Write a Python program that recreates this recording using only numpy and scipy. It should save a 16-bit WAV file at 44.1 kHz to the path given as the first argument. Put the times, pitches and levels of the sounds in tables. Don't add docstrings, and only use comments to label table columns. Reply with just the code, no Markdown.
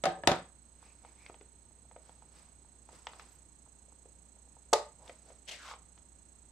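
import sys
import numpy as np
from scipy import signal
from scipy.fft import rfft, irfft, next_fast_len
from scipy.io import wavfile

SR = 44100
rng = np.random.default_rng(int(sys.argv[2]) if len(sys.argv) > 2 else 0)


def pcm_store(signal):
    levels = np.round(np.clip(np.atleast_2d(signal), -1, 1) * 32767)
    wavfile.write(sys.argv[1], SR, levels.astype(np.int16).T)


N = 287091
TIME = np.arange(N) / SR
BLOW_TIME = TIME[:SR // 3]

# f/Hz, level/dB per Hz
RUMBLE_SPECTRUM = [(20, -99.5), (45, -93), (75, -88), (110, -93), (250, -95), (500, -103), (900, -105),
                   (1400, -113), (4000, -125), (10000, -150)]
MIC_HISS = [(200, -114), (1500, -112), (3500, -113), (5500, -116), (10000, -120), (12000, -126),
            (14800, -128), (16000, -145)]
HIGH_HISS = [(4500, -135), (5700, -115), (6600, -106), (7300, -106), (8100, -102), (8500, -110),
             (9800, -113), (11500, -132)]
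# f/Hz, level/dB, left minus right/dB
STEADY_TONES = [(58.6, -64.5, -0.5), (929, -85.5, -7.5), (4120, -87.5, 12), (6520, -82, -17.5),
                (8190, -79.5, -22)]
# multiple of its base pitch, level/dB relative to the main tone
BUZZ_TONES = [(11, -27), (12, -24.5), (13, -13.5), (14, -18), (15, -11.5), (17, -27.5), (18, -20.5),
              (19, -23), (20, -25.5)]
# t/s, level/dB, extra crack/dB, treble cut-off f/Hz, bass cut-off f/Hz
MAGNET_BLOWS = [(0.0378, -21, 2.5, 10600, 200), (0.0551, -12.5, -3.5, 9930, 330),
                (0.067, -27.5, 2, 4000, 200), (0.173, -35.5, -4, 800, 120), (0.2358, -31, 0, 2880, 100),
                (0.2732, -13.5, 8, 12100, 69.5), (0.2761, -15.5, -5.5, 3000, 69.4),
                (0.292, -19, -9.5, 5000, 70), (0.3161, -18.5, 3.5, 6000, 71)]
# f/Hz, level/dB, t60/s (time to fade 60 dB) before ring_share
PLATE_MODES = [(62, -35, 0.31), (89, -21.5, 0.45), (126, -23, .15), (168, -17, 0.31), (180, -18.5, .22),
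               (255, -26.5, 0.17), (342, -22, 0.27), (447, -12.5, 0.053), (470.3, -14, .06),
               (565, -11, 0.081), (677.5, -5, 0.029), (762, -8, 0.1), (915, -8.5, 0.027),
               (1052, -12.5, 0.022), (1252, -18, 0.089), (1570, -25, 0.087), (1700, -20.5, .05)]
# f/Hz, level/dB
MAGNET_SPECTRUM = [(100, 4), (400, 3), (1000, 0), (1750, -3), (2400, -6.5), (3700, -4.5), (5000, -8.5),
                   (7500, -11.5), (11000, -22.5), (16000, -38.5)]
# t/s, level/dB, touched wall's f/Hz, hardness/dB (the crack's gain)
FINGER_TAPS = [(0.828, -49, 960, -10.5), (1.049, -39.5, 850, -13.5), (1.263, -42, 2330, -3.5),
               (1.2965, -42, 350, -10.5), (1.298, -37.5, 730, -16), (1.343, -42.5, 816, -9),
               (1.411, -42.5, 410, -9.5), (1.913, -44.5, 910, -12), (1.963, -36.5, 620, -16),
               (2.094, -42.5, 815, -13.5), (2.223, -45, 830, -13.5), (2.890, -42.5, 864, -12),
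               (2.929, -47, 500, -13), (3.0693, -30, 950, -4.5), (3.134, -39.5, 1110, -8.5),
               (3.1965, -37.5, 1140, -4.5), (4.056, -45.5, 458, -18), (4.567, -45.5, 873, -22),
               (5.078, -52, 935, 3.5), (5.0955, -34.5, 590, -9), (5.303, -41.5, 610, -13),
               (5.977, -51, 1023, -4.5)]
# f/Hz, level/dB, t60/s before ring_share
CASE_MODES = [(369, -20, 0.093), (455.5, -4.5, 0.085), (538, -15, 0.12), (586, -10.5, 0.16),
              (642, -8.5, 0.091), (767, 4, 0.027), (888, -4, 0.1), (1015, -16, 0.12), (1237, -8.5, 0.069),
              (1597, -21.5, 0.034), (2207, -21, 0.1)]
# f/Hz, level/dB
NAIL_SPECTRUM = [(250, -15), (1000, -4.5), (1600, -2), (2100, 3), (2600, -2.5), (3300, 0.5), (4000, -4),
                 (5000, -2), (8000, -15), (15000, -35)]
# t/s, length/s, level/dB
FINGER_STROKES = [(0.838, 0.032, -66.5), (1.07, 0.016, -70), (1.207, .07, -69), (2.059, .05, -69),
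                  (2.365, 0.036, -64.5), (2.94, 0.014, -61), (3.117, .018, -68), (3.205, 0.016, -64),
                  (3.32, 0.036, -78), (5.06, .03, -64), (5.29, .01, -67.5)]
# f/Hz, level/dB
SKIN_SPECTRUM = [(250, -2), (600, 0.5), (950, 2), (1500, -2), (2350, -4.5), (3200, -7), (5000, -5),
                 (9000, -10.5), (15000, -30.5)]
# t/s, length/s, level/dB, f/Hz
FINGER_SQUEAKS = [(0.837, .08, -74.5, 2450), (1.056, 0.033, -73, 2320), (1.194, 0.1, -68, 2260),
                  (3.32, .025, -80, 12400), (5.01, 0.095, -62, 723), (5.275, .045, -65.5, 621.7)]
# t/s, level/dB, extra crack/dB, treble cut-off f/Hz
SNAP_BLOWS = [(4.7287, -15, -21, 1270), (4.7302, -12, -17.5, 1830), (4.7322, -13, -2, 12900),
              (4.7347, -23, 11, 9830)]
# f/Hz, level/dB
SNAP_SPECTRUM = [(400, -16), (1500, -1.5), (2600, -6.5), (3600, 0), (5500, -2.5), (7500, -2.5),
                 (10000, -12.5), (12500, -23.5), (16000, -37)]
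# t/s, level/dB
SLIDE_LEVELS = [(5.468, -72.5), (5.484, -47.5), (5.494, -43.5), (5.506, -54.5), (5.514, -45.5),
                (5.584, -61), (5.716, -53.5), (5.745, -65.5)]
# f/Hz, level/dB
SCRAPE_SPECTRUM = [(300, -16), (600, -2), (850, -9.5), (1500, -11), (2100, -1), (2500, -4), (3100, -2),
                   (4500, -5), (7000, -8), (10000, -19.5), (12500, -27), (15000, -48)]
# f/Hz, t60/s
ECHO_T60 = [(100, .33), (300, 0.28), (800, 0.28), (3000, .28), (7000, 0.25), (14000, 0.22)]
# f/Hz, level/dB
ECHO_SPECTRUM = [(80, -9), (250, -2), (600, -0.5), (1200, 0), (3000, -1.5), (7000, -2.5), (14000, -2.5)]
# f/Hz, left minus right/dB
MIC_DIFFERENCE = [(100, -1), (600, .5), (1400, -2), (2800, 4), (5500, 2), (9500, -5)]


def from_db(db):
    return 10 ** (np.asarray(db) / 20)


def rms_one(x):
    return x / np.sqrt(np.mean(x ** 2) + 1e-20)


def at_hz(points, hz):
    f, value = np.transpose(points)
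    return np.interp(np.log(np.maximum(hz, 1)), np.log(f), value)


def pan(db):
    return from_db(np.array([[.5], [-.5]]) * db)


def colour(x, spectrum):
    n = x.shape[-1]
    size = next_fast_len(n)
    gain = from_db(at_hz(spectrum, np.fft.rfftfreq(size, 1 / SR)))
    return irfft(rfft(x, size) * gain, size)[..., :n]


def lowpass(x, hz):
    return signal.sosfilt(signal.butter(2, min(hz, .45 * SR), fs=SR, output="sos"), x)


def highpass(x, hz):
    return signal.sosfilt(signal.butter(2, hz, "high", fs=SR, output="sos"), x)


def add(out, s, sound):
    i = round(s * SR)
    out[:, i:i + sound.shape[-1]] += sound[..., :N - i]


def background(width=.6, wide_above_hz=110):
    white = rng.standard_normal((5, N)) * np.sqrt(SR / 2)
    side = width * highpass(white[4], wide_above_hz) * [[1], [-1]]
    rumble = colour(white[0] + side, RUMBLE_SPECTRUM) * pan(db=-2)
    hiss = colour(white[1:3], MIC_HISS) + colour(white[3], HIGH_HISS) * [[0], [1]]
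    tones = sum(np.sqrt(2) * from_db(db) * np.sin(2 * np.pi * hz * TIME) * pan(side_db)
                for hz, db, side_db in STEADY_TONES)
    return rumble + hiss + tones


def whine(base_hz=500, main_multiple=16, bursts_per_s=30, burst_s=.0136, start_s=.0191):
    is_on = (TIME - start_s) % (1 / bursts_per_s) < burst_s
    gate = lowpass(1. * is_on, hz=1500)
    phase = 2 * np.pi * base_hz * TIME
    buzz = sum(from_db(db) * np.sin(round(k) * phase + 2 * np.pi * rng.random()) for k, db in BUZZ_TONES)
    buzz_gain = from_db(np.interp(TIME, [2.46, 2.84], [-13, 0]))
    tone = np.sin(main_multiple * phase) + buzz_gain * buzz
    return from_db(-67) * np.sqrt(2) * gate * tone * pan(db=-21)


def ring(hz, t60):
    return np.sin(2 * np.pi * hz * BLOW_TIME) * from_db(-60 * BLOW_TIME / t60)


def body(modes, ring_share, scatter_db):
    return sum((-1) ** k * from_db(db + scatter_db * rng.normal()) * ring(hz, t60 * ring_share)
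               for k, (hz, db, t60) in enumerate(modes))


def crack(spectrum, t60, width):
    mid, side = colour(rng.standard_normal((2, len(BLOW_TIME))), spectrum)
    noise = mid + width * highpass(side, hz=900) * [[1], [-1]]
    return rms_one(noise) * from_db(-60 * BLOW_TIME / t60)


def magnets(right_lag_s=.00008):
    out = np.zeros((2, N))
    for s, db, crack_db, contact_hz, bass_hz in MAGNET_BLOWS:
        plate = from_db(-3) * body(PLATE_MODES, ring_share=.57, scatter_db=5.5)
        click = from_db(crack_db - 5) * crack(MAGNET_SPECTRUM, t60=.025, width=.65)
        add(out, s, from_db(db) * highpass(lowpass(plate + click, contact_hz), bass_hz))
    return np.array([out[0], np.interp(TIME - right_lag_s, TIME, out[1])])


def touches(events, wall_cycles=7.5, overtone_ratio=3.55):
    out = np.zeros((2, N))
    for s, db, wall_hz, hardness_db in events:
        t60 = wall_cycles / wall_hz
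        wall = from_db(1.5) * ring(wall_hz, t60)
        case = from_db(-11) * body(CASE_MODES, ring_share=.29, scatter_db=1.5)
        overtone = from_db(-5) * ring(overtone_ratio * wall_hz, t60)
        click = from_db(hardness_db) * (crack(NAIL_SPECTRUM, t60=.02, width=.34) + overtone)
        contact_hz = 6200 * 2 ** (hardness_db / 10)
        add(out, s, from_db(db) * lowpass(wall + case + click, contact_hz))
    return highpass(out, hz=270)


def taps(from_s=.65, to_s=4.6, ticks_per_s=3, tick_db=-53, tick_hz=800, hardness_db=-19):
    span_s = to_s - from_s
    ticks = [(from_s + when * span_s, tick_db, tick_hz * 2 ** (where - .5), hardness_db)
             for when, where in rng.random((round(ticks_per_s * span_s), 2))]
    return touches(FINGER_TAPS + ticks)


def friction(slips_per_s, scatter_db=2):
    slips = rng.random(N) < slips_per_s / SR
    return rms_one(slips * rng.standard_normal(N) * from_db(scatter_db * rng.standard_normal(N)))


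def rubbing(spectrum, width=.52):
    slips = friction(slips_per_s=8000) + width * friction(slips_per_s=9000) * [[1], [-1]]
    return rms_one(colour(slips, spectrum))


def held(start, end, rise_db_per_s, fall_db_per_s):
    below_db = rise_db_per_s * np.maximum(start - TIME, 0) + fall_db_per_s * np.maximum(TIME - end, 0)
    return from_db(-below_db) + 1e-18


def squeak(hz, width_hz):
    wander = lowpass(rng.standard_normal((2, N)), width_hz / 2)
    phase = 2 * np.pi * np.cumsum(hz * np.ones(N)) / SR
    return rms_one(wander[0] * np.cos(phase) + wander[1] * np.sin(phase))


def brushing(press_db_per_s=215, lift_db_per_s=116, squeak_db_per_s=400):
    pressure = sum(from_db(db) * held(s, s + length, press_db_per_s, lift_db_per_s)
                   for s, length, db in FINGER_STROKES)
    out = pressure * rubbing(SKIN_SPECTRUM)
    for s, length, db, hz in FINGER_SQUEAKS:
        level = from_db(db) * held(s, s + length, squeak_db_per_s, squeak_db_per_s)
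        out += level * squeak(hz, width_hz=450)
    return out


def snap():
    out = np.zeros((2, N))
    for s, db, crack_db, contact_hz in SNAP_BLOWS:
        case = from_db(-1) * body(CASE_MODES, ring_share=.41, scatter_db=1)
        click = from_db(crack_db - 5) * crack(SNAP_SPECTRUM, t60=.021, width=.55)
        add(out, s, from_db(db) * lowpass(case + click, contact_hz))
    return highpass(out, hz=260)


def lid_speed(s, shove_end_s=5.512, slowing_s=.072):
    return np.exp(-np.maximum(s - shove_end_s, 0) / slowing_s)


def lid_tone_hz(s, slow_hz=1008, fast_hz=3050):
    return slow_hz + (fast_hz - slow_hz) * lid_speed(s)


def sliding(edge_db_per_s=604, fast_tone_db=-4.5, slow_tone_db=2.5):
    s, db = np.transpose(SLIDE_LEVELS)
    level = from_db(np.interp(TIME, s, db)) * held(s[0], s[-1], edge_db_per_s, edge_db_per_s)
    scrape = from_db(2) * rubbing(SCRAPE_SPECTRUM)
    tone_db = slow_tone_db + (fast_tone_db - slow_tone_db) * lid_speed(TIME)
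    tone = from_db(tone_db) * squeak(lid_tone_hz(TIME), width_hz=560)
    return level * (scrape + tone)


def catches(last_s=5.7375, gap_s=.0255, last_db=-36, growth_db=2, hardness_db=-8.5):
    last_to_first = last_s - gap_s * np.arange(3)
    return touches([(s, last_db - k * growth_db, lid_tone_hz(s), hardness_db)
                    for k, s in enumerate(last_to_first)])


def handling():
    return taps() + brushing() + sliding() + catches()


def room(x, build_s=.0024, apart_hz=1500):
    t = TIME[:SR // 2]
    hz = np.fft.rfftfreq(len(t), 1 / SR)
    mid, side = rfft(rng.standard_normal((2, len(t))))
    alike = 1 / (1 + (hz / apart_hz) ** 2)
    wash = np.sqrt(1 + alike) * mid + np.sqrt(1 - alike) * side * [[1], [-1]]
    wash *= from_db(at_hz(ECHO_SPECTRUM, hz))
    edges_hz = np.geomspace(40, 20000, 10)
    tail = np.zeros((2, len(t)))
    for low, high in zip(edges_hz, edges_hz[1:]):
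        band = irfft(wash * (hz >= low) * (hz < high), len(t))
        tail += band * from_db(-60 * t / at_hz(ECHO_T60, np.sqrt(low * high)))
    tail *= 1 - np.exp(-(t / build_s) ** 2)
    return signal.fftconvolve(x.mean(0)[None], rms_one(tail) / np.sqrt(len(t)), axes=1)[:, :N]


def scene(directions=3):
    echoes = np.zeros((2, N))
    for _ in range(directions):
        into_room = from_db(-4) * magnets() + from_db(-9) * handling() + from_db(-8) * snap()
        echoes += room(into_room) / np.sqrt(directions)
    left, right = magnets() + handling() + snap() + echoes
    left = colour(left, [(hz, db / 2) for hz, db in MIC_DIFFERENCE])
    right = colour(right, [(hz, -db / 2) for hz, db in MIC_DIFFERENCE])
    return background() + whine() + np.array([left, right])


def record(dry):
    return signal.sosfilt(signal.ellip(10, .1, 80, 15700, fs=SR, output="sos"), dry)


dry = scene()
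out = record(dry)
pcm_store(out)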